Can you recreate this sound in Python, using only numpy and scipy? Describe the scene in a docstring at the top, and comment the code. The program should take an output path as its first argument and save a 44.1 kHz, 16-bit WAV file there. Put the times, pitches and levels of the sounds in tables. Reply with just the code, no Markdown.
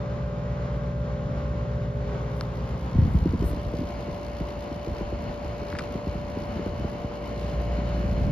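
"""Wall air conditioner, tiled room

A hand-held phone moves from the grille of the running unit to its control panel.
Compressor: partials of the shaft rate, swelling near the casing, and a casing buzz knocked once a turn.
Blower: tones beating against the compressor over shaped-noise rumble; air: noise coloured by duct resonances.
Draught: filtered kicks and low noise buffet the microphone. Grip: noise bursts ring plastic resonances."""
import sys
import numpy as np
from scipy import signal
from scipy.fft import rfft, irfft
from scipy.io import wavfile
from scipy.ndimage import uniform_filter1d

SR = 44100
rng = np.random.default_rng(int(sys.argv[2]) if len(sys.argv) > 2 else 0)


def to_wav(sig):
    """Store sig (one row per channel, or 1-D mono) as 16-bit WAV at the path in sys.argv[1].

    Samples outside -1..1 are clipped; the rate is SR.
    """
    pcm = np.clip(np.atleast_2d(sig), -1, 1) * 32767
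    pcm = np.round(pcm).astype(np.int16)
    wavfile.write(sys.argv[1], SR, pcm.T)  # frames by channels


N = 366471

# compressor partials before the hum swell: (multiple of shaft rate, at grille [dB], at panel [dB])
PARTIALS = [(1, -40, -38), (2, -38.5, -50.5), (3, -42, -47), (4, -47, -50.5), (5, -55, -56),
            (6, -63, -53.5), (7, -47, -58), (8, -56, -49.5), (9, -46.5, -54.5), (11, -58, -56),
            (12, -65.5, -57), (13, -65, -76), (14, -59, -66), (15, -69, -79), (17, -68, -57.5),
            (18, -61, -60), (20, -66, -67.5), (21, -73, -86), (24, -65, -108.5), (27, -63.5, -66.5),
            (33, -72.5, -68), (36, -74, -74)]
# blower tones before the hum swell: (multiple of blower rate, at grille [dB], at panel [dB])
BLOWER_TONES = [(1, -38.5, -51.5), (2, -37.5, -54), (2.3, -45, -55.5), (3, -55.5, -49)]
# rushing air, relative to AIR_DB: (frequency [Hz], density at grille [dB], density at panel [dB])
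AIR_SPECTRUM = [(198, 1, -4), (315, -10, -5), (526, -7, -6.5), (726, -14, -8.5), (1070, -13.5, -17.5),
                (1380, -16, -16.5), (1876, -24.5, -25), (2790, -29.5, -26), (3330, -31.5, -32),
                (4140, -36.5, -37), (7000, -41, -38.5), (8000, -58, -60), (10300, -69, -52.5),
                (14500, -67, -65.5)]
# outlet duct resonances: (frequency [Hz], width [Hz], lift at panel [dB])
DUCT_MODES = [(696, 20, 3), (1027, 52, 3.5), (2233, 270, 5), (2990, 240, 6.5), (4200, 315, 10),
              (4490, 170, 6), (4950, 140, 7.5), (5900, 170, 1)]
# blower roar, relative to RUMBLE_DB: (frequency [Hz], density [dB])
RUMBLE_SPECTRUM = [(15, -32), (25, -27), (36, -14.5), (54, 2.5), (75, 5), (100, 0.5), (160, -4), (215, -12),
                   (320, -41.5), (700, -63)]
# casing buzz, relative to its timed level: (frequency [Hz], density [dB])
BUZZ_SPECTRUM = [(600, -20), (1500, -5), (2600, -2), (4800, -2), (6000, -6), (7200, -12), (8200, -22),
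                 (14500, -34)]
# phone's path: (time [s], nearness to panel [0-1], leaning in to casing [0-1])
PATH = [(0, 0, 0), (1.9, .03, 0.13), (2.6, 0.17, 0.2), (3.3, 0.33, 0.3), (3.6, 0.57, 0.23), (3.95, 0.97, 0),
        (7.25, 1, 0.13), (7.6, 1, 0.88), (8.31, 0.85, 0.93)]
# strong draught buffets: (time [s], flutter peak [dB], flutter top [Hz], thump peak [dB])
BUFFETS = [(2.949, -21, 350, -14.5), (2.981, -17, 294, -10), (3.016, -21, 277, -12), (3.049, -21, 286, -23),
           (3.075, -22, 250, -31), (3.143, -16, 267, -12), (3.185, -30, 200, -23), (3.226, -29, 220, -20),
           (3.256, -11.5, 372, -22), (3.283, -26, 230, -29), (3.333, -16.5, 404, -19),
           (3.348, -21.5, 300, -31), (3.398, -26, 200, -20), (3.42, -18, 400, -25),
           (3.438, -20.5, 400, -17.5), (3.478, -27, 420, -32), (3.503, -29, 300, -23.5),
           (3.531, -21.5, 540, -35), (3.567, -29, 370, -29), (3.655, -29, 300, -23), (3.736, -19, 560, -40),
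           (3.787, -23, 340, -29), (3.811, -20.5, 330, -32), (3.83, -27, 430, -28), (3.931, -34, 350, -33),
           (4.083, -26.5, 390, -27), (4.405, -23.5, 422, -25), (4.713, -23, 320, -45),
           (4.758, -28, 350, -32), (4.871, -21.5, 460, -28), (4.907, -33, 250, -26.5),
           (5.008, -22.5, 440, -27), (5.124, -22, 563, -25), (5.259, -33, 300, -28),
           (5.29, -29.5, 400, -41), (5.445, -30, 330, -28), (5.617, -26, 400, -37), (5.735, -25, 380, -30),
           (5.951, -21, 467, -31), (6.067, -21.5, 433, -26), (6.15, -27, 250, -27), (6.23, -31, 280, -29),
           (6.369, -20.5, 458, -35), (6.559, -23.5, 260, -39), (6.592, -22, 480, -43),
           (6.661, -19.5, 534, -28), (6.732, -27, 360, -38), (6.796, -26, 333, -31),
           (6.843, -23.5, 460, -25), (6.923, -30, 420, -28), (7.041, -24.5, 340, -25.5),
           (7.44, -26, 220, -36), (7.525, -25.5, 240, -34), (7.785, -23, 260, -34),
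           (8.045, -29, 280, -20.5), (8.17, -27, 261, -27), (8.21, -27, 260, -22), (8.262, -24, 293, -18.5)]
# grip ticks and creaks: (time [s], peak [dB], low edge [Hz], high edge [Hz], decay [s])
TICKS = [(2.369, -47, 8000, 13000, .0006), (2.4097, -19, 2450, 6370, 0.00056),
         (2.4102, -34, 9500, 14000, .0008), (2.411, -21, 450, 1450, .0005),
         (3.136, -41, 9000, 14000, .0007), (3.393, -49, 9000, 13000, .0005),
         (3.41, -36, 9000, 14000, .0005), (5.724, -36, 2500, 7000, 0.0033), (5.7275, -22, 900, 1700, .0013),
         (5.7515, -24, 800, 2300, .0015), (5.7517, -36, 3000, 7000, .0007), (5.755, -31, 1400, 2400, .004),
         (5.767, -31, 1400, 8000, .0015), (5.7872, -20.5, 1150, 9000, 0.0022),
         (5.791, -20.5, 1050, 8000, 0.0037), (5.805, -38, 2500, 5500, .0033),
         (5.809, -26, 500, 900, 0.0013)]
# plastic resonances: (frequency [Hz], width [Hz], level [dB])
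PLASTIC_MODES = [(1330, 650, 3), (2550, 850, 0), (3450, 1200, -8), (5150, 1000, -10), (7000, 1500, -17),
                 (11300, 4300, -17)]
# width between the microphone ports: (frequency [Hz], side minus mid [dB])
PORT_WIDTH = [(60, -28), (130, -12), (370, -8.5), (680, -7), (1240, 1.5), (2270, -4), (4160, -5),
              (7600, 7.5), (14000, -12.5)]
# balance of the microphone ports: (frequency [Hz], left minus right [dB])
PORT_BALANCE = [(60, -0.5), (110, 0.5), (200, 2), (370, 0), (680, 5), (1240, -1), (2270, 1), (4160, 4),
                (7610, 0), (14000, -0.5)]
# buzz before beat and restlessness, hidden by the casing until the phone turns: (time [s], density [dB])
BUZZ_LEVEL = [(0, -108), (1.2, -107), (2.15, -104), (2.4, -99), (2.62, -100), (3.15, -95), (3.4, -94.5),
              (3.8, -93), (4.03, -96.5), (4.3, -92.5), (4.55, -95), (4.95, -92), (5.14, -99), (5.45, -93.5),
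              (6.3, -96.5), (6.8, -94.5), (7.12, -100), (7.45, -91.5), (7.75, -98), (8.31, -92.5)]
# sweeps through the hissing jet edge: (time [s], half length [s], peak density [dB])
SWEEPS = [(2.548, 0.44, -96.5), (3.714, 0.25, -95), (7.47, 0.085, -89)]
# draught force on the microphone: (time [s], force [dB])
DRAUGHT_FORCE = [(0, -25), (1.1, -19.5), (1.3, -3), (1.55, -20.5), (2.87, -13), (2.98, 2), (3.55, -6),
                 (4.2, -15.5), (4.8, -11), (6.75, -5.5), (7.2, -17), (7.45, -11.5), (8.0, -2.5), (8.3, 0.5)]
# fingers brushing the grip: (time [s], half length [s], peak density [dB])
BRUSHES = [(2.395, .05, -105), (3.155, 0.1, -106), (3.48, 0.038, -89.5)]

TIME, FREQS = np.arange(N) / SR, np.arange(N // 2 + 1) * SR / N  # [s], [Hz]
SIDES = np.array([[1], [-1]])  # left, right

SHAFT_HZ, BLOWER_HZ, TOP_HZ = 58.47, 66.5, 13900
HUM_GRILLE_DB, HUM_PANEL_DB, HUM_LEAN_DB = 1, -6, 16.5
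# tenth partial rings the casing; its standing wave has one node on the way
WHINE_GRILLE_DB, WHINE_PANEL_DB, WHINE_LEAN_DB = -35, -39, 2.5
NODE_AT, NODE_WIDTH = 0.31, 0.44  # in nearness
KNOCK_AT_TURN, BEAT_HZ, BEAT_PEAK_S = 0.325, 8.3, 0.041
BEAT_DB, KNOCK_SCATTER_DB = 3, 3
TICK_DECAY_S, RATTLE_RISE_S, RATTLE_DECAY_S = 0.0012, 0.0011, 0.0044
FIZZ_DB, FIZZ_TICK_DB = -17.5, 14  # fizz against the buzz; tick gain within the fizz
RUMBLE_DB, RUMBLE_DB_PER_HUM_DB = -61, 0.27
AIR_DB = -62
SING_FROM_S, SING_TO_S, SING_FADE_S, SING_DB = 2.17, 7.34, 0.077, -71.5
CHURN_DB, HEAVE_DB, HEAVE_DB_PER_FORCE_DB = -59, -48, 1.72  # densities at 0 dB force
STRAY_COUNT, STRAY_FLUTTER_DB, STRAY_THUMP_DB, STRAY_TOP_HZ = 36, -34, -41, 310
EDDY_LAG_CYCLES, EDDY_WAKE, EDDY_WAKE_S = 1.3, 0.64, 0.012  # delay in cycles; wake against kick; decay
THUMP_LOW_HZ, THUMP_TOP_HZ, FLUTTER_LOW_HZ = 42.7, 102, 156


def undb(db):
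    """Decibels to gain."""
    return 10 ** (np.asarray(db) / 20)


def curves(table):
    """Columns of a timed table, interpolated to every sample."""
    time_s, *columns = np.transpose(table)
    return [np.interp(TIME, time_s, column) for column in columns]


def spectrum(table, axis=1):
    """One column of a frequency table on every bin, interpolated in log frequency."""
    table = np.array(table)
    return np.interp(np.log(FREQS + 1), np.log(table[:, 0]), table[:, axis])


def walk(rate_hz):
    """Random levels held 1 / rate_hz seconds, smoothed twice, scaled to unit spread."""
    hold = int(SR / rate_hz)
    steps = np.repeat(rng.standard_normal(N // hold + 1), hold)
    smooth = uniform_filter1d(uniform_filter1d(steps, hold), hold)[:N]
    return smooth / smooth.std()


def noise(density_db, locked=0.51):
    """Two-port noise [dB per Hz]: alike in the deep bass; above, partly unrelated, partly earlier on the left."""
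    mid, side = rfft(rng.standard_normal((2, N)))
    side = 1j * locked * mid + np.sqrt(1 - locked ** 2) * side
    width = undb(spectrum(PORT_WIDTH))
    ports = (mid + SIDES * width * side) / np.sqrt(1 + width ** 2)
    ports = ports * undb(SIDES * spectrum(PORT_BALANCE) / 2)
    return irfft(ports * undb(density_db), N) * np.sqrt(SR / 2)


def passband(f_hz, lo_hz, hi_hz, order=5):
    """Band-pass gain at the given frequencies."""
    low_edge = 1 + (lo_hz / f_hz) ** (2 * order)
    high_edge = 1 + (f_hz / hi_hz) ** (2 * order)
    return (low_edge * high_edge) ** -0.5


def band(lo_hz, hi_hz, order=3):
    """Band-pass slopes [dB] on every bin."""
    low_edge = 1 + (lo_hz / (FREQS + 1)) ** (2 * order)
    high_edge = 1 + (FREQS / hi_hz) ** (2 * order)
    return -10 * np.log10(low_edge * high_edge)


def tone(phase, hz, db, waver_db, spread_hz=1100):
    """Sine of wavering level; its phase differs more between the ports the higher it is, up to a limit."""
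    lag_rad = min(hz / spread_hz, 1.5) * rng.choice([-1, 1]) / 2
    offset_rad = rng.uniform(0, 2 * np.pi) * (hz > BLOWER_HZ)  # random for overtones only
    angle = (phase + offset_rad) % (2 * np.pi) + SIDES * lag_rad
    level = np.sqrt(2) * undb(db + waver_db * walk(2.6))
    return level * np.sin(angle.astype(np.float32))


def grip(snap=1.0, tail_db=-36, tail_s=0.0135, size=4096):
    """Slips of the fingers ring the plastic modes as ticks and creaks; brushing is high band noise."""
    brushing = sum(undb(db) * np.exp(-((TIME - s) / half_s) ** 4) for s, half_s, db in BRUSHES)
    out = noise(band(8500, 13500, order=4)) * brushing
    f_hz, t = np.arange(size // 2 + 1) * SR / size + 1, TIME[:size]
    body = 0
    for k, (hz, width_hz, db) in enumerate(PLASTIC_MODES):
        body = body + (-1) ** k * undb(db) / (1 + 1j * (f_hz ** 2 - hz ** 2) / (width_hz * f_hz))
    lead = size // 16
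    for s, db, lo_hz, hi_hz, decay_s in TICKS:
        decay = np.exp(-t / decay_s) + undb(tail_db) * np.exp(-t / tail_s)
        slip = rng.standard_normal(size) * decay
        clean_snap = snap * np.exp(-decay_s / 0.0073) * (t == 0)  # stronger for quick slips
        slip = slip / np.linalg.norm(slip) + clean_snap
        tick = irfft(rfft(np.roll(slip, lead)) * body * passband(f_hz, lo_hz, hi_hz, order=4))
        tick *= undb(db) / abs(tick).max()
        start = int(s * SR) - lead
        out[:, start:start + size] += np.array([tick, 0.65 * np.roll(tick, 2)])  # right: weaker, later
    return out


def eddy(flutter_db, top_hz, thump_db, width=0.12, size=8192):
    """Pressure kick with a ragged wake, from its middle on; lows come late: flutter falls to thump."""
    f_hz, t = np.arange(size // 2 + 1) * SR / size + 1, TIME[:size] - TIME[size // 2]
    wake = rng.standard_normal((2, size)) * np.exp(-abs(t) / EDDY_WAKE_S) * (t > 0)
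    wake, side = wake / np.linalg.norm(wake[0])
    kick = rfft((t == 0) + EDDY_WAKE * wake + SIDES * width * side)
    turns = rng.random() - EDDY_LAG_CYCLES * np.log(f_hz)  # group delay: EDDY_LAG_CYCLES / f
    kick = kick * np.exp(2j * np.pi * turns)
    flutter = irfft(kick * passband(f_hz, FLUTTER_LOW_HZ, top_hz, order=7) / np.sqrt(f_hz))
    thump = irfft(kick * passband(f_hz, THUMP_LOW_HZ, THUMP_TOP_HZ, order=4))
    return undb(flutter_db) * flutter / abs(flutter).max() + undb(thump_db) * thump / abs(thump).max()


def stray_eddies(from_s=3.0, spread_octaves=0.42):
    """Small eddies at random moments and pitches, as rows like BUFFETS."""
    at, pitch = rng.uniform(-1, 1, (2, STRAY_COUNT))
    times_s = np.interp(at, [-1, 1], [from_s, TIME[-1]])
    tops_hz = STRAY_TOP_HZ * 2 ** (spread_octaves * pitch)
    return [(s, STRAY_FLUTTER_DB, top_hz, STRAY_THUMP_DB) for s, top_hz in zip(times_s, tops_hz)]


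def draught():
    """Eddies hit the microphone over churn and deep heave, both noise driven by the draught force."""
    force_db, = curves(DRAUGHT_FORCE)
    churn = noise(band(170, 267, order=6)) * undb(CHURN_DB + force_db + 2.2 * walk(22))
    heave_db = HEAVE_DB + HEAVE_DB_PER_FORCE_DB * force_db + 2.0 * walk(14)
    heave = noise(band(42, 136, order=6)) * undb(heave_db)
    out = np.zeros((2, N + 2 * SR))  # 1 s spare at each end
    for s, flutter_db, top_hz, thump_db in [*BUFFETS, *stray_eddies()]:
        swell = eddy(flutter_db, top_hz, thump_db)
        start = SR + int(s * SR) - swell.shape[1] // 2
        out[:, start:start + swell.shape[1]] += swell
    return out[:, SR:SR + N] + churn + heave


def outlet():
    """Louvres sing (narrow noise) in line with the jet; the jet edge hisses at each sweep through it."""
    in_line = (1 + np.tanh(np.minimum(TIME - SING_FROM_S, SING_TO_S - TIME) / SING_FADE_S)) / 2
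    singing = noise(band(904, 1024, order=6)) * undb(SING_DB) * in_line
    edge = sum(undb(db) / (1 + ((TIME - s) / half_s) ** 2) for s, half_s, db in SWEEPS)
    return singing + noise(band(1700, 4100, order=3)) * edge


def air(near, lean, lean_db=2.5, ripple_db=3):
    """Turbulence noise coloured by duct modes, lifted in narrow bands at multiples of the shaft rate."""
    duct_db = sum(db / (1 + (2 * (FREQS - hz) / width_hz) ** 2) for hz, width_hz, db in DUCT_MODES)
    multiple = np.rint(FREQS / SHAFT_HZ).astype(int)
    lift = np.minimum(rng.exponential(size=multiple.max() + 1), 3)
    lift_db = ripple_db * lift[multiple] * (FREQS > 900)
    partials_db = lift_db * np.exp(-((FREQS - multiple * SHAFT_HZ) / 7.2) ** 2)
    colour_db = band(170, SR, order=2) + partials_db
    grille_db = spectrum(AIR_SPECTRUM, axis=1) + 0.27 * duct_db + band(180, SR, order=4)
    panel_db = spectrum(AIR_SPECTRUM, axis=2) + duct_db
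    grille, panel = noise(grille_db + colour_db), noise(panel_db + colour_db)
    flutter_db = 0.9 * walk(9) + 0.76 * walk(30)
    blend = np.sqrt(1 - near) * grille + np.sqrt(near) * panel
    return blend * undb(AIR_DB + lean * lean_db + flutter_db)


def reflect(x, near, far_s=0.0028, close_s=0.001058, sway=0.052, share=0.09):
    """Casing echo: its delay shortens towards the panel and sways, so the comb colour sweeps."""
    delay_s = far_s + uniform_filter1d(near, SR // 2) * (close_s - far_s)
    delay_s = delay_s * (1 + sway * walk(0.94))
    return x + share * np.array([np.interp(TIME - delay_s, TIME, port) for port in x])


def blower(near, hum_db):
    """Blade tones with slight phase wander, beating against the compressor, over restless low roar."""
    roar_db = RUMBLE_DB + RUMBLE_DB_PER_HUM_DB * hum_db + 0.73 * walk(9.6)
    out = noise(spectrum(RUMBLE_SPECTRUM)) * undb(roar_db)
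    for k, grille_db, panel_db in BLOWER_TONES:
        hz = k * BLOWER_HZ
        phase = 2 * np.pi * hz * TIME + 0.13 * k ** 2 * walk(9)
        db = grille_db + near * (panel_db - grille_db) + 0.74 * hum_db
        out = out + tone(phase, hz, db, waver_db=1.1)
    return out


def buzz(turn, restless_db=1.9, tick_db=3):
    """Loose panel knocked once a turn: bright tick, then rattle, swelling at BEAT_HZ, with high fizz."""
    knock, since_turns = np.divmod(turn / (2 * np.pi) - KNOCK_AT_TURN + 1, 1)
    knock, since_s = knock.astype(int), since_turns / SHAFT_HZ
    strength = np.clip(rng.standard_normal(knock.max() + 1), -2, 1.5)[knock]
    tick = np.exp(-since_s / TICK_DECAY_S) * undb(KNOCK_SCATTER_DB * strength)
    rattle = np.exp(-since_s / RATTLE_DECAY_S) - np.exp(-since_s / RATTLE_RISE_S)
    rattle = rattle / np.sqrt(np.mean(rattle ** 2))
    panel = noise(spectrum(BUZZ_SPECTRUM)) * (rattle + undb(tick_db) * tick)
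    fizz = noise(band(9500, 12900, order=9)) * undb(FIZZ_DB) * (1 + undb(FIZZ_TICK_DB) * tick)
    level_db, = curves(BUZZ_LEVEL)
    beat_db = BEAT_DB * np.cos(2 * np.pi * BEAT_HZ * (TIME - BEAT_PEAK_S))
    return (panel + fizz) * undb(level_db + beat_db + restless_db * np.tanh(walk(13)))


def compressor(turn, near, lean, hum_db):
    """Shaft-rate partials, the lowest following the hum most; the tenth whines and fades at its node."""
    whine_db = WHINE_GRILLE_DB + near * (WHINE_PANEL_DB - WHINE_GRILLE_DB) + lean * WHINE_LEAN_DB
    standing = np.tanh((near - NODE_AT) / NODE_WIDTH)
    whine = tone(10 * turn, 10 * SHAFT_HZ, whine_db + SIDES * 0.33, waver_db=0.0, spread_hz=1080)
    out = standing * whine
    for k, grille_db, panel_db in PARTIALS:
        db = grille_db + near * (panel_db - grille_db) + hum_db / k ** 0.48
        out = out + tone(k * turn, k * SHAFT_HZ, db, waver_db=min(1.1 + 0.15 * k, 2.5))
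    return out


def scene():
    """Running unit as heard along the phone's path."""
    near, lean = curves(PATH)
    hum_db = HUM_GRILLE_DB + near * (HUM_PANEL_DB - HUM_GRILLE_DB) + lean * HUM_LEAN_DB
    turn = 2 * np.pi * SHAFT_HZ * TIME + 0.017 * walk(1.98)  # shaft angle [rad], slight wander
    handling = draught() + grip()
    airflow = reflect(air(near, lean) + outlet(), near)
    machine = blower(near, hum_db) + buzz(turn) + compressor(turn, near, lean, hum_db)
    return handling + airflow + machine


def record(dry):
    """A 4 ms fade-in at the start, then the phone's steep elliptic low-pass at TOP_HZ."""
    dry = dry * np.minimum(TIME / 0.004, 1)
    return signal.sosfilt(signal.ellip(8, 0.2, 70, TOP_HZ, fs=SR, output="sos"), dry)


dry = scene()
out = record(dry)
to_wav(out)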